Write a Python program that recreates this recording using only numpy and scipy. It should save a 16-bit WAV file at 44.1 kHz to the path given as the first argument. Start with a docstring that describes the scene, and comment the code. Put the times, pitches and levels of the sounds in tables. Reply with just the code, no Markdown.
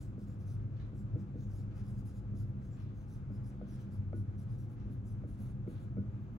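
"""A felt marker writes on a wall-mounted whiteboard in a quiet classroom.
Each stroke is filtered noise: felt hiss, a squeak, a sizzle and the ringing barrel.
Some landings of the nib make the board thud: short pushes set decaying sine waves ringing.
Behind it, ventilation hums and rumbles, noise and clicks swell into a soft rustle,
and something, likely a wall clock, ticks faintly once a second with tiny bursts of noise."""
import sys
import numpy as np
from scipy import signal
from scipy.fft import rfft, irfft
from scipy.io import wavfile

SR = 44100
rng = np.random.default_rng(int(sys.argv[2]) if len(sys.argv) > 2 else 0)


def master_out(mix):
    """Clip the mix to full scale and print it as 16-bit PCM to the path in sys.argv[1]."""
    frames = np.transpose(np.atleast_2d(mix))
    ceiling = np.clip(frames, -1, 1)
    pcm = np.round(ceiling * 32767).astype(np.int16)
    wavfile.write(sys.argv[1], SR, pcm)


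N = 281358
TIME = np.arange(N) / SR  # s
BINS_HZ = np.maximum(np.arange(N // 2 + 1) * SR / N, 1)
CLASSROOM_T60_S = 0.3  # time for the room's tail to die by 60 dB


def from_db(db):
    """Turn decibels into gain."""
    return 10 ** (np.asarray(db) / 20)


def rms_one(x):
    """Scale to an rms of 1."""
    return x / np.sqrt(np.mean(x ** 2) + 1e-20)


def filtered(x, hz, kind, order=2):
    """Low-, high- or band-pass that never looks ahead in time."""
    edges = np.clip(hz, 10, .45 * SR)
    sections = signal.butter(order, edges, kind, fs=SR, output="sos")
    return signal.sosfilt(sections, x + 1e-18)


def over_hz(table):
    """Read the columns of a table at every frequency, joined on a log axis."""
    hz, *columns = np.transpose(table)
    return [np.interp(np.log(BINS_HZ), np.log(hz), column) for column in columns]


def coloured(x, spectrum):
    """Make some frequencies of a signal louder and others softer."""
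    gain = from_db(over_hz(spectrum)[0])
    return irfft(rfft(x) * gain, N)


def white():
    """Fresh white noise, equally strong at all frequencies."""
    return rng.standard_normal(N)


def narrow_noise(hz, width_hz):
    """Noise in one steep-sided resonance, rms 1; centred on zero it is a slow drift."""
    gain = 1 / (1 + ((BINS_HZ - hz) / width_hz) ** 2)
    return rms_one(irfft(rfft(white()) * gain, N))


def classroom(x, alike_hz=500):
    """A diffuse, dying room tail of unit energy per side; long waves reach both sides alike."""
    t = TIME[:SR]
    shared = filtered(rng.standard_normal(SR), alike_hz, "low", order=4)
    separate = filtered(rng.standard_normal((2, SR)), alike_hz, "high", order=4)
    decay = from_db(-60 * t / CLASSROOM_T60_S)
    tails = (shared + separate) * decay * (t > .005)  # the tail starts after 5 ms
    return signal.fftconvolve(x[None], tails / np.linalg.norm(tails[0]), axes=1)[:, :N]


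def friction(grain_db=1.0, pressure_db=1.5):
    """Noise of wavering level, rms 1, like fibres that catch and slip under unsteady pressure."""
    grain = grain_db * narrow_noise(0, width_hz=500)
    pressure = pressure_db * narrow_noise(0, width_hz=21)
    return rms_one(white() * from_db(grain + pressure))


def snags(per_s=130, size_db=0.5):
    """Sparse clicks of uneven size, rms 1, like fibres that stick and snap free."""
    sizes = from_db(size_db * np.minimum(rng.exponential(1, N), 3))
    sizes = sizes * rng.choice([-1, 1], N)
    return rms_one(sizes * (rng.random(N) < per_s / SR))


def shifting(x, patchy_db=3.5, rate_hz=11):
    """As the nib rolls and flexes, each part of the treble swells and sinks on its own."""
    edges = np.linspace(3500, 12500, 10)
    moving = 0
    for k, (low, high) in enumerate(zip(edges, edges[1:])):
        band = (-1) ** k * filtered(x, [low, high], "band")
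        moving = moving + band * from_db(patchy_db * narrow_noise(0, rate_hz) - 0.5)
    below = filtered(x, edges[0], "low", order=6)
    above = filtered(x, edges[-1], "high", order=6)
    return rms_one(moving + below + above)


def resonance(x, hz, width_hz):
    """One broad resonance, rms 1."""
    return rms_one(filtered(x, [hz - width_hz / 2, hz + width_hz / 2], "band"))


def gliding(x, hz, travel_hz, width_hz):
    """A resonance driven by x whose centre travels evenly through hz, rms 1."""
    centre_hz = hz + travel_hz * np.linspace(-.5, .5, len(x))
    turn = np.exp(2j * np.pi * np.cumsum(centre_hz) / SR)
    # shift the centre down to zero, keep what lies near it, shift it back up
    return rms_one((filtered(x / turn, width_hz / 2, "low") * turn).real)


# The marker strokes. Each row: start in seconds, length in seconds, fastest moment as a share
# of the stroke (0-1), relative level in dB, sizzle in dB, sizzle in Hz, squeak in dB,
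# squeak in Hz, squeak glide in Hz, barrel in dB (these dB count from the stroke's level).
STROKES = [ (-0.04, 0.11, .5, -70, -6, 10900, -10, 6800, 0, -16),
           (0.035, 0.083, .6, -87, -10, 11300, -2, 7400, 198, -8),
           (0.175, 0.089, .55, -76, -11, 11100, -11, 6240, 302, -9),
           (0.262, 0.11, 0.2, -77.5, -11, 11100, -5, 7140, 300, -11),
           (0.385, 0.074, 0.3, -77.5, -9, 11200, -11, 6300, 0, -8),
           (0.452, 0.12, 0.37, -72.5, -5, 10300, -6, 6050, -300, -13),
           (0.937, 0.1, 0.6, -78, -5.5, 11000, -2, 7630, -9, -14),
           (1.172, 0.064, 0.56, -77.5, -24, 11200, -16.5, 7600, 1, -10.5),
           (1.365, 0.12, 0.5, -76, -24, 10500, -3.5, 6600, 897, -18),
           (1.486, 0.16, 0.52, -73.5, -6, 11000, -7, 6600, 1500, -11),
           (1.74, 0.084, .5, -75.5, -6, 10900, -13, 6630, 2, -7),
           (1.828, 0.13, 0.38, -74.5, -5.5, 10900, -11, 6900, -900, -11),
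           (1.94, 0.083, 0.75, -76, -7, 11000, -5, 6600, 300, -9),
           (2.048, 0.087, 0.2, -72, -3, 10800, -13, 6500, -3, -11),
           (2.125, 0.087, .55, -76.5, -4, 11000, -4, 6850, 498, -10),
           (2.343, 0.11, 0.48, -74, -2, 10950, -7, 6740, 900, -9),
           (2.464, 0.053, 0.6, -91, 3, 11200, -15, 7000, 0, -19),
           (2.61, 0.098, .5, -79.5, -9, 10800, -4, 6350, 0, -10),
           (2.695, 0.087, .5, -79, -24, 10700, 1, 7200, 300, -14),
           (2.778, 0.08, .55, -82.5, -4, 11000, -2, 5400, -300, -8),
           (2.936, 0.125, .55, -79.5, -17, 10400, -2.5, 6260, -300, -12),
           (3.06, 0.14, 0.5, -76.5, -3.5, 10700, -5, 6000, 300, -13),
           (3.312, 0.08, 0.4, -80, -4, 10900, -8, 5370, -4, -4),
           (3.423, 0.098, .58, -76, -0.5, 10650, -6, 5640, 600, -7),
           (3.66, 0.13, 0.5, -75.5, -2.5, 10700, -0.5, 5700, -1300, -8),
           (3.777, 0.086, 0.46, -76, -11, 10700, -4, 6000, 4, -13),
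           (3.901, 0.091, .42, -77, -2.5, 11000, -14, 6130, -4, -13),
           (4.142, 0.094, 0.33, -77.5, 0.5, 10500, -6, 5750, 3, -21),
           (4.375, 0.078, 0.23, -76, -1.5, 10800, -5, 5800, 0, -11),
           (4.48, 0.098, 0.4, -79.5, -3, 10500, -12, 6200, 603, -8),
           (4.568, 0.1, 0.38, -77, -3.5, 11200, -6, 5830, 0, -15),
           (4.68, 0.085, 0.44, -82, -2.5, 10900, -10, 6500, -3, -20),
           (4.895, 0.08, 0.44, -81.5, -1, 10900, -15, 6200, -6, -10),
           (5.037, 0.11, 0.6, -74.5, -3.5, 10900, -7, 6050, -1, -13),
           (5.27, 0.099, 0.27, -75.5, -5, 10700, -16, 6350, 0, -16),
           (5.365, 0.12, 0.55, -74, -1, 11000, -15, 6240, 2, -20),
           (5.455, 0.075, 0.55, -77.5, -2, 10000, -10, 6530, 0, -17),
           (5.668, 0.12, 0.27, -75.5, -5, 10900, -10, 6580, -3, -23),
           (5.777, 0.09, .55, -78, -3, 10600, -21, 6500, -2, -20)]
# The colour of the felt's hiss. 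Each row: frequency in Hz, relative level in dB per Hz.
FELT_SPECTRUM = [(800, -18.5), (2000, -11.5), (3200, -2.5), (4500, -3), (5000, -6.5), (5500, 0.5),
                 (6300, -1), (7500, -2), (8800, 5), (9700, -2.5), (10600, -12), (12200, -10), (13200, -20),
                 (14000, -8), (15000, -1), (16500, -10)]
BARREL_HZ, BARREL_WIDTH_HZ = 4990, 300  # the marker's own body rings along
SIZZLE_GLIDE_HZ = 450  # typical travel of the sizzle as the nib turns through a stroke


def marker(squeak_width_hz=480, sizzle_width_hz=1050, hiss_swell=0.66, ring_swell=1.2,
           waver_db=-0.3, count=4):
    """Felt hisses as it moves and rings where fastest; the room answers a few places differently."""
    hiss = rms_one(coloured(shifting(friction() + from_db(-6) * snags()), FELT_SPECTRUM))
    slips = friction() + from_db(-7.5) * snags()
    slips = slips * from_db(waver_db * narrow_noise(0, width_hz=32))
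    whisper = resonance(friction(), 15100, 1400)
    barrel = resonance(friction(), BARREL_HZ, BARREL_WIDTH_HZ)
    turns = rng.standard_normal(len(STROKES))
    places = np.zeros((count, N))
    for k, stroke in enumerate(STROKES):
        start, length, fastest, db, sizzle_db, sizzle_hz = stroke[:6]
        squeak_db, squeak_hz, glide_hz, barrel_db = stroke[6:]
        span = (TIME > start) & (TIME < start + length)
        # the speed rises from zero to its peak and falls back
        progress = (TIME[span] - start) / length
        peak = np.clip(fastest, .1, .9)
        speed = np.sin(np.pi * np.interp(progress, [0, peak, 1], [0, .5, 1]))
        # the nib rings in two resonances whose pitches follow its angle to the board
        squeak = gliding(slips[span], squeak_hz, glide_hz, squeak_width_hz)
        sizzle = gliding(slips[span], sizzle_hz, SIZZLE_GLIDE_HZ * turns[k], sizzle_width_hz)
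        ringing = from_db(sizzle_db) * sizzle + from_db(squeak_db) * squeak
        rub = rms_one(hiss[span]) + from_db(barrel_db) * rms_one(barrel[span])
        sound = speed ** hiss_swell * rub + speed ** ring_swell * ringing
        places[k % count, span] += from_db(db) * sound
        # the thinnest hiss is there however lightly the nib slides
        places[k % count, span] += from_db(-89.5) * np.sqrt(speed) * whisper[span]
    room = sum(classroom(from_db(-5.0) * filtered(place, 5500, "low")) for place in places)
    direct = places.sum(axis=0)
    return from_db(-2.5) * direct + room + from_db(-14.5) * classroom(direct)


def diffuse(spectrum, apart_db):
    """Stereo noise of rms 1: a part common to both sides and a part of each side's own."""
    separate = from_db(apart_db) * np.array([white(), white()])
    return rms_one(coloured(white() + separate, spectrum))


def hum(hz, level_rows, wander_hz, wander_rate_hz, flutter_db, flutter_rate_hz):
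    """A tone that swells and sinks slowly, and wavers at random in pitch and level."""
    pitch = hz + wander_hz * narrow_noise(0, wander_rate_hz)
    tone = rms_one(np.sin(2 * np.pi * np.cumsum(pitch) / SR))
    flutter = rms_one(from_db(flutter_db * narrow_noise(flutter_rate_hz, flutter_rate_hz / 2)))
    level = from_db(np.interp(TIME, *np.transpose(level_rows)))
    return filtered(level * flutter * tone, 440, "low")


# The colour of the duct's rumble. Each row: frequency in Hz, relative level in dB per Hz.
RUMBLE_SPECTRUM = [(15, -47), (25, -21.5), (34, -1), (48, 5.5), (72, 1.5), (90, -1), (118, 11), (136, 8),
                   (155, -5), (178, -1.5), (215, -5), (290, -9.5), (400, -20), (550, -41), (900, -61),
                   (3000, -110)]
# The colour of the rushing air. Each row: frequency in Hz, relative level in dB per Hz.
AIR_SPECTRUM = [(100, -4), (350, 10.5), (600, 5), (800, 1), (1200, -0.5), (1600, -3), (1780, -9.5),
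                (2500, -10.5), (3000, -16.5), (4000, -21.5), (5000, -25.5), (6500, -23), (9000, -33),
                (12000, -32), (13200, -45.5)]
# How the low hum swells and sinks. Each row: time in seconds, relative level in dB.
HUM_LEVEL = [(0.0, -54), (0.25, -45), (0.58, -37), (0.97, -45), (1.152, -35), (1.32, -51), (1.52, -37),
             (1.799, -42), (1.95, -40), (2.12, -46), (2.28, -38.5), (2.5, -38.5), (2.68, -57.5),
             (2.848, -39), (3.102, -47.5), (3.329, -42), (3.83, -54), (3.969, -37), (4.18, -37),
             (4.55, -43.5), (4.85, -41.5), (5.101, -39), (5.42, -50.5), (5.68, -42.5), (6.1, -39.5),
             (6.37, -54.5)]
# How the fan tone swells and sinks. Each row: time in seconds, relative level in dB.
FAN_LEVEL = [(0.0, -58), (0.202, -46), (0.75, -60.5), (1.0, -46.5), (1.5, -51), (1.7, -48), (1.92, -47),
             (2.45, -48), (3.17, -57.5), (3.552, -47), (4.1, -47), (4.23, -51), (4.369, -47), (4.58, -58.5),
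             (4.85, -48), (5.55, -48), (5.76, -55), (6.032, -40.5), (6.37, -56.5)]
# Blurred tones of fans and ducts. Each row: centre in Hz, width to each side in Hz, level in dB.
FAN_TONES = [(360.6, 18, -70), (490.7, 11, -80), (516, 18, -75.5), (662, 4.4, -87), (840.3, 3.9, -79.5)]
HUM_HZ, FAN_HZ = 102.03, 200


def ventilation():
    """Duct rumble and rushing air are shaped noise; the hum and fan add wavering tones."""
    rumble = from_db(-43.5) * diffuse(RUMBLE_SPECTRUM, apart_db=-15.5)
    air_db = -64.5 + 0.88 * narrow_noise(0, width_hz=7.6)
    air = from_db(air_db) * diffuse(AIR_SPECTRUM, apart_db=4.0)
    duct = from_db(-2.5) * hum(HUM_HZ, HUM_LEVEL, wander_hz=3.446, wander_rate_hz=10.15,
                               flutter_db=3.0, flutter_rate_hz=12.6)
    fan = from_db(-3.5) * hum(FAN_HZ, FAN_LEVEL, wander_hz=1.6, wander_rate_hz=7.2,
                              flutter_db=3.5, flutter_rate_hz=4.85)
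    tones = sum(from_db(db) * narrow_noise(hz, width) for hz, width, db in FAN_TONES)
    return rumble + air + duct + fan + tones


# Soft rustling swells, many once a second near the clock's ticks, perhaps its mechanism
# whirring; others perhaps cloth. Each row: peak in seconds, rise in seconds,
# fall in seconds, level in dB.
RUSTLE_SWELLS = [(0.2, .15, 0.15, -89), (0.805, 0.12, 0.23, -77), (1.25, 0.11, 0.14, -95),
                 (1.79, 0.073, 0.13, -80), (2.55, .15, .15, -93), (2.82, 0.14, .3, -78),
                 (3.75, .25, .15, -73.5), (3.97, .1, 0.18, -87), (4.52, 0.18, 0.11, -79),
                 (4.82, .06, 0.26, -82), (5.4, .15, .15, -91), (5.775, 0.15, 0.11, -72.5),
                 (6.17, .2, .3, -89.5)]
# The colour of the rustle. Each row: frequency in Hz, relative level in dB per Hz.
RUSTLE_SPECTRUM = [(500, -17.5), (1250, 13), (2000, 4.5), (2600, 1.5), (3500, 4.5), (4600, -3), (6000, -16),
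                   (12000, -27)]
RUSTLE_REST_DB = -96.5  # the steady rustle under the swells


def rustle():
    """Wavering noise with sparse clicks makes a soft, slightly scratchy rustle that swells and fades."""
    scratches = np.array([friction() + from_db(-3.5) * snags(per_s=240) for side in range(2)])
    texture = rms_one(coloured(scratches, RUSTLE_SPECTRUM))
    level = from_db(RUSTLE_REST_DB)
    for peak, rise, fall, db in RUSTLE_SWELLS:
        level = level + from_db(db) * np.interp(TIME, [peak - rise, peak, peak + fall], [0, 1, 0])
    return level * texture


def ring(x, hz, t60):
    """A mode, one way of vibrating: a unit click starts a dying sine of height 1."""
    r = from_db(-60 / (t60 * SR))  # what is left after one sample
    w = 2 * np.pi * hz / SR
    return signal.lfilter([0, np.sin(w)], [1, -2 * r * np.cos(w), r * r], x + 1e-18)


# The nib lands on the board. 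Each row: time in seconds, relative knock level in dB, knock in Hz,
# delay until it seats in seconds, relative thud level in dB, thud in Hz,
# contact hardness as the upper edge of the push in Hz, relative ring of the whole panel in dB.
LANDINGS = [(0.177, -43.5, 346, 0.0088, -50, 245, 400, 3.5), (0.913, -55, 400, 0.017, -45.5, 248, 352, 3.5),
            (1.1448, -43.5, 445, 0.012, -35.5, 255, 475, 1),
            (1.343, -47.5, 473, .012, -36.5, 250, 600, -5.5), (1.707, -66, 380, .0105, -48.5, 240, 300, 1),
            (2.326, -57, 420, .013, -41.5, 255, 400, -4), (3.301, -47, 423, 0.0091, -42.5, 270, 650, 0),
            (3.613, -45.5, 625, .008, -43, 256, 800, 0.5),
            (4.1299, -43.5, 620, 0.0088, -38.5, 327, 1100, 1), (4.884, -53, 377, 0.011, -46, 273, 400, 3),
            (5.2368, -47.5, 567, .0105, -43, 280, 694, 1), (5.6648, -48.5, 510, .0105, -37, 336, 520, 1),
            (5.9691, -48.5, 514, .0108, -42.5, 310, 600, 10)]
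# Modes of the board. Each row: frequency in Hz, relative level in dB,
# time to die by 60 dB in seconds.
BOARD_MODES = [(92, -18.5, 0.23), (136.5, -7.5, 0.19), (199, -1, 0.13), (252.6, -7, 0.14),
               (297.4, -14, 0.18), (322.3, -9.5, 0.15), (362, -15, 0.16), (486.4, -4, 0.062),
               (609, -13, 0.11), (1320, -4.5, 0.021), (1463, -15, 0.24), (2230, -7.5, 0.023)]
KNOCK_T60_S, THUD_T60_S = .015, .045  # the panel gives way right under the nib
# the nib judders as it settles: level against the thud, decay time, upper edge
SKID_DB, SKID_S, SKID_HZ = -36.5, 0.023, 490
ECHO_S, ECHO_DB = 0.036, -5  # the far wall throws the thud back
THUD_ROOM_DB = -15


def board(tick_db=13):
    """A dry knock as the nib touches and a deeper thud as it seats both stir the panel's modes."""
    pushes, dents, settling = np.zeros((3, N))
    click = signal.unit_impulse(SR // 5)
    for s, knock_db, knock_hz, seat_s, thud_db, thud_hz, hardness_hz, panel_db in LANDINGS:
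        knock = (s, knock_db, knock_hz, KNOCK_T60_S, hardness_hz)
        seating = (s + seat_s, thud_db, thud_hz, THUD_T60_S, 1.34 * thud_hz)
        for when, db, hz, t60, edge_hz in (knock, seating):
            at = round(when * SR)
            push = from_db(db) * filtered(click, edge_hz, "low")
            pushes[at:at + len(click)] += from_db(panel_db) * push
            dents[at:at + len(click)] += filtered(ring(push, hz, t60), hz / 2, "high")
        settling += from_db(thud_db + SKID_DB) * (TIME > s) * np.exp(-abs(TIME - s) / SKID_S)
    judder = filtered(settling * white(), [SKID_HZ / 2, SKID_HZ], "band", order=3)
    pushes = pushes + judder
    panel = 0
    for k, (hz, db, t60) in enumerate(BOARD_MODES):
        panel = panel + (-1) ** k * from_db(db) * ring(pushes, hz, t60)
    # the first instant of contact is a thin tick
    tick = from_db(tick_db) * filtered(pushes, 2500, "high")
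    thud = from_db(5.5) * dents + from_db(-0.5) * panel + tick
    echo = from_db(ECHO_DB) * np.interp(TIME - ECHO_S, TIME, filtered(thud, 320, "low"))
    return thud + echo + from_db(THUD_ROOM_DB) * classroom(thud)


# The clock steps once a second. Each row: time in seconds, relative strength in dB.
CLOCK_STEPS = [(0.713, -7.5), (1.711, -6), (2.714, -7.5), (3.714, -8.5), (4.714, -10), (5.712, -19)]
# Contacts within a step, tick and tock in turn. Each row: delay in seconds,
# relative level in a tick in dB, relative level in a tock in dB, brightness (upper edge) in Hz.
ESCAPEMENT = [(0.0, -81, -69, 4480), (0.056, -65, -63.5, 2550), (0.086, -63, -68.5, 4500)]
# The colour the case gives. Each row: frequency in Hz, relative level in dB per Hz.
CLOCK_CASE = [(200, -51.5), (700, -24), (1200, 5), (1700, 6), (2200, 0.5), (3200, -1.5), (4200, -4),
              (4800, -8), (5700, -2.5), (7000, -11), (12000, -22)]


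def clock(click_s=0.0029):
    """Three tiny clicks each second, coloured by the case and heard mostly by way of the room."""
    clicks = np.zeros(N)
    t = TIME[:SR // 10]
    for step, (s, strength_db) in enumerate(CLOCK_STEPS):
        for delay, tick_db, tock_db, bright_hz in ESCAPEMENT:
            at = round((s + delay) * SR)
            burst = rng.standard_normal(len(t)) * np.exp(-t / click_s)
            click = filtered(burst, bright_hz, "low", order=1)
            contact_db = tock_db if step % 2 else tick_db
            clicks[at:at + len(t)] += from_db(strength_db + contact_db) * click
    ticks = coloured(clicks, CLOCK_CASE)
    return from_db(14.0) * ticks + from_db(21.0) * classroom(ticks)


# Thin, very high squeaks as the hand swings away. Each row: start in seconds,
# length in seconds, level in dB, first pitch in Hz, last pitch in Hz.
THIN_SQUEAKS = [(6.19, .09, -90, 14100, 15800), (6.3, 0.15, -87, 14700, 14600)]


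def thin_squeaks(width_hz=750):
    """Friction drives faint gliding resonances at the very top of the treble."""
    out, slips = np.zeros(N), friction()
    for start, length, db, from_hz, to_hz in THIN_SQUEAKS:
        span = (TIME > start) & (TIME < start + length)
        swell = np.sin(np.pi * (TIME[span] - start) / length)
        squeak = gliding(slips[span], (from_hz + to_hz) / 2, to_hz - from_hz, width_hz)
        out[span] += from_db(db) * swell * squeak
    return out


def scene():
    """Writing in front, the room behind."""
    return marker() + ventilation() + rustle() + board() + clock() + thin_squeaks()


# The two microphone ports. Each row: frequency in Hz, left-right level difference in dB,
# phase lead of the left in radians.
PORTS = [(30, .7, .35), (100, 1.3, .62), (220, -1.1, .5), (400, .5, .65), (600, 3.5, .5), (900, 1, -2.3),
         (1250, 10, -4.2), (1700, -1, -5.3), (2400, 1.5, -8.2), (3200, -2, -7.2), (5200, -4, -6.9),
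         (7000, -1.5, -6.9), (8500, .5, -3.2), (11000, 0, 0), (11900, 0, .3), (13200, 0, 3.1),
         (15500, 0, 6.2)]
CUTOFF_HZ = 15800


def record(dry):
    """The two ports differ in level and phase; the top is cut steeply."""
    balance_db, lead = over_hz(PORTS)
    half = np.array([[.5], [-.5]])  # left and right share each difference
    eased = dry * signal.windows.tukey(N, .004)  # short fades at both ends
    port_response = from_db(half * balance_db) * np.exp(1j * half * lead)
    heard = irfft(rfft(eased) * port_response, N)
    return signal.sosfilt(signal.ellip(10, .1, 80, CUTOFF_HZ, fs=SR, output="sos"), heard)


dry = scene()
out = record(dry)
master_out(out)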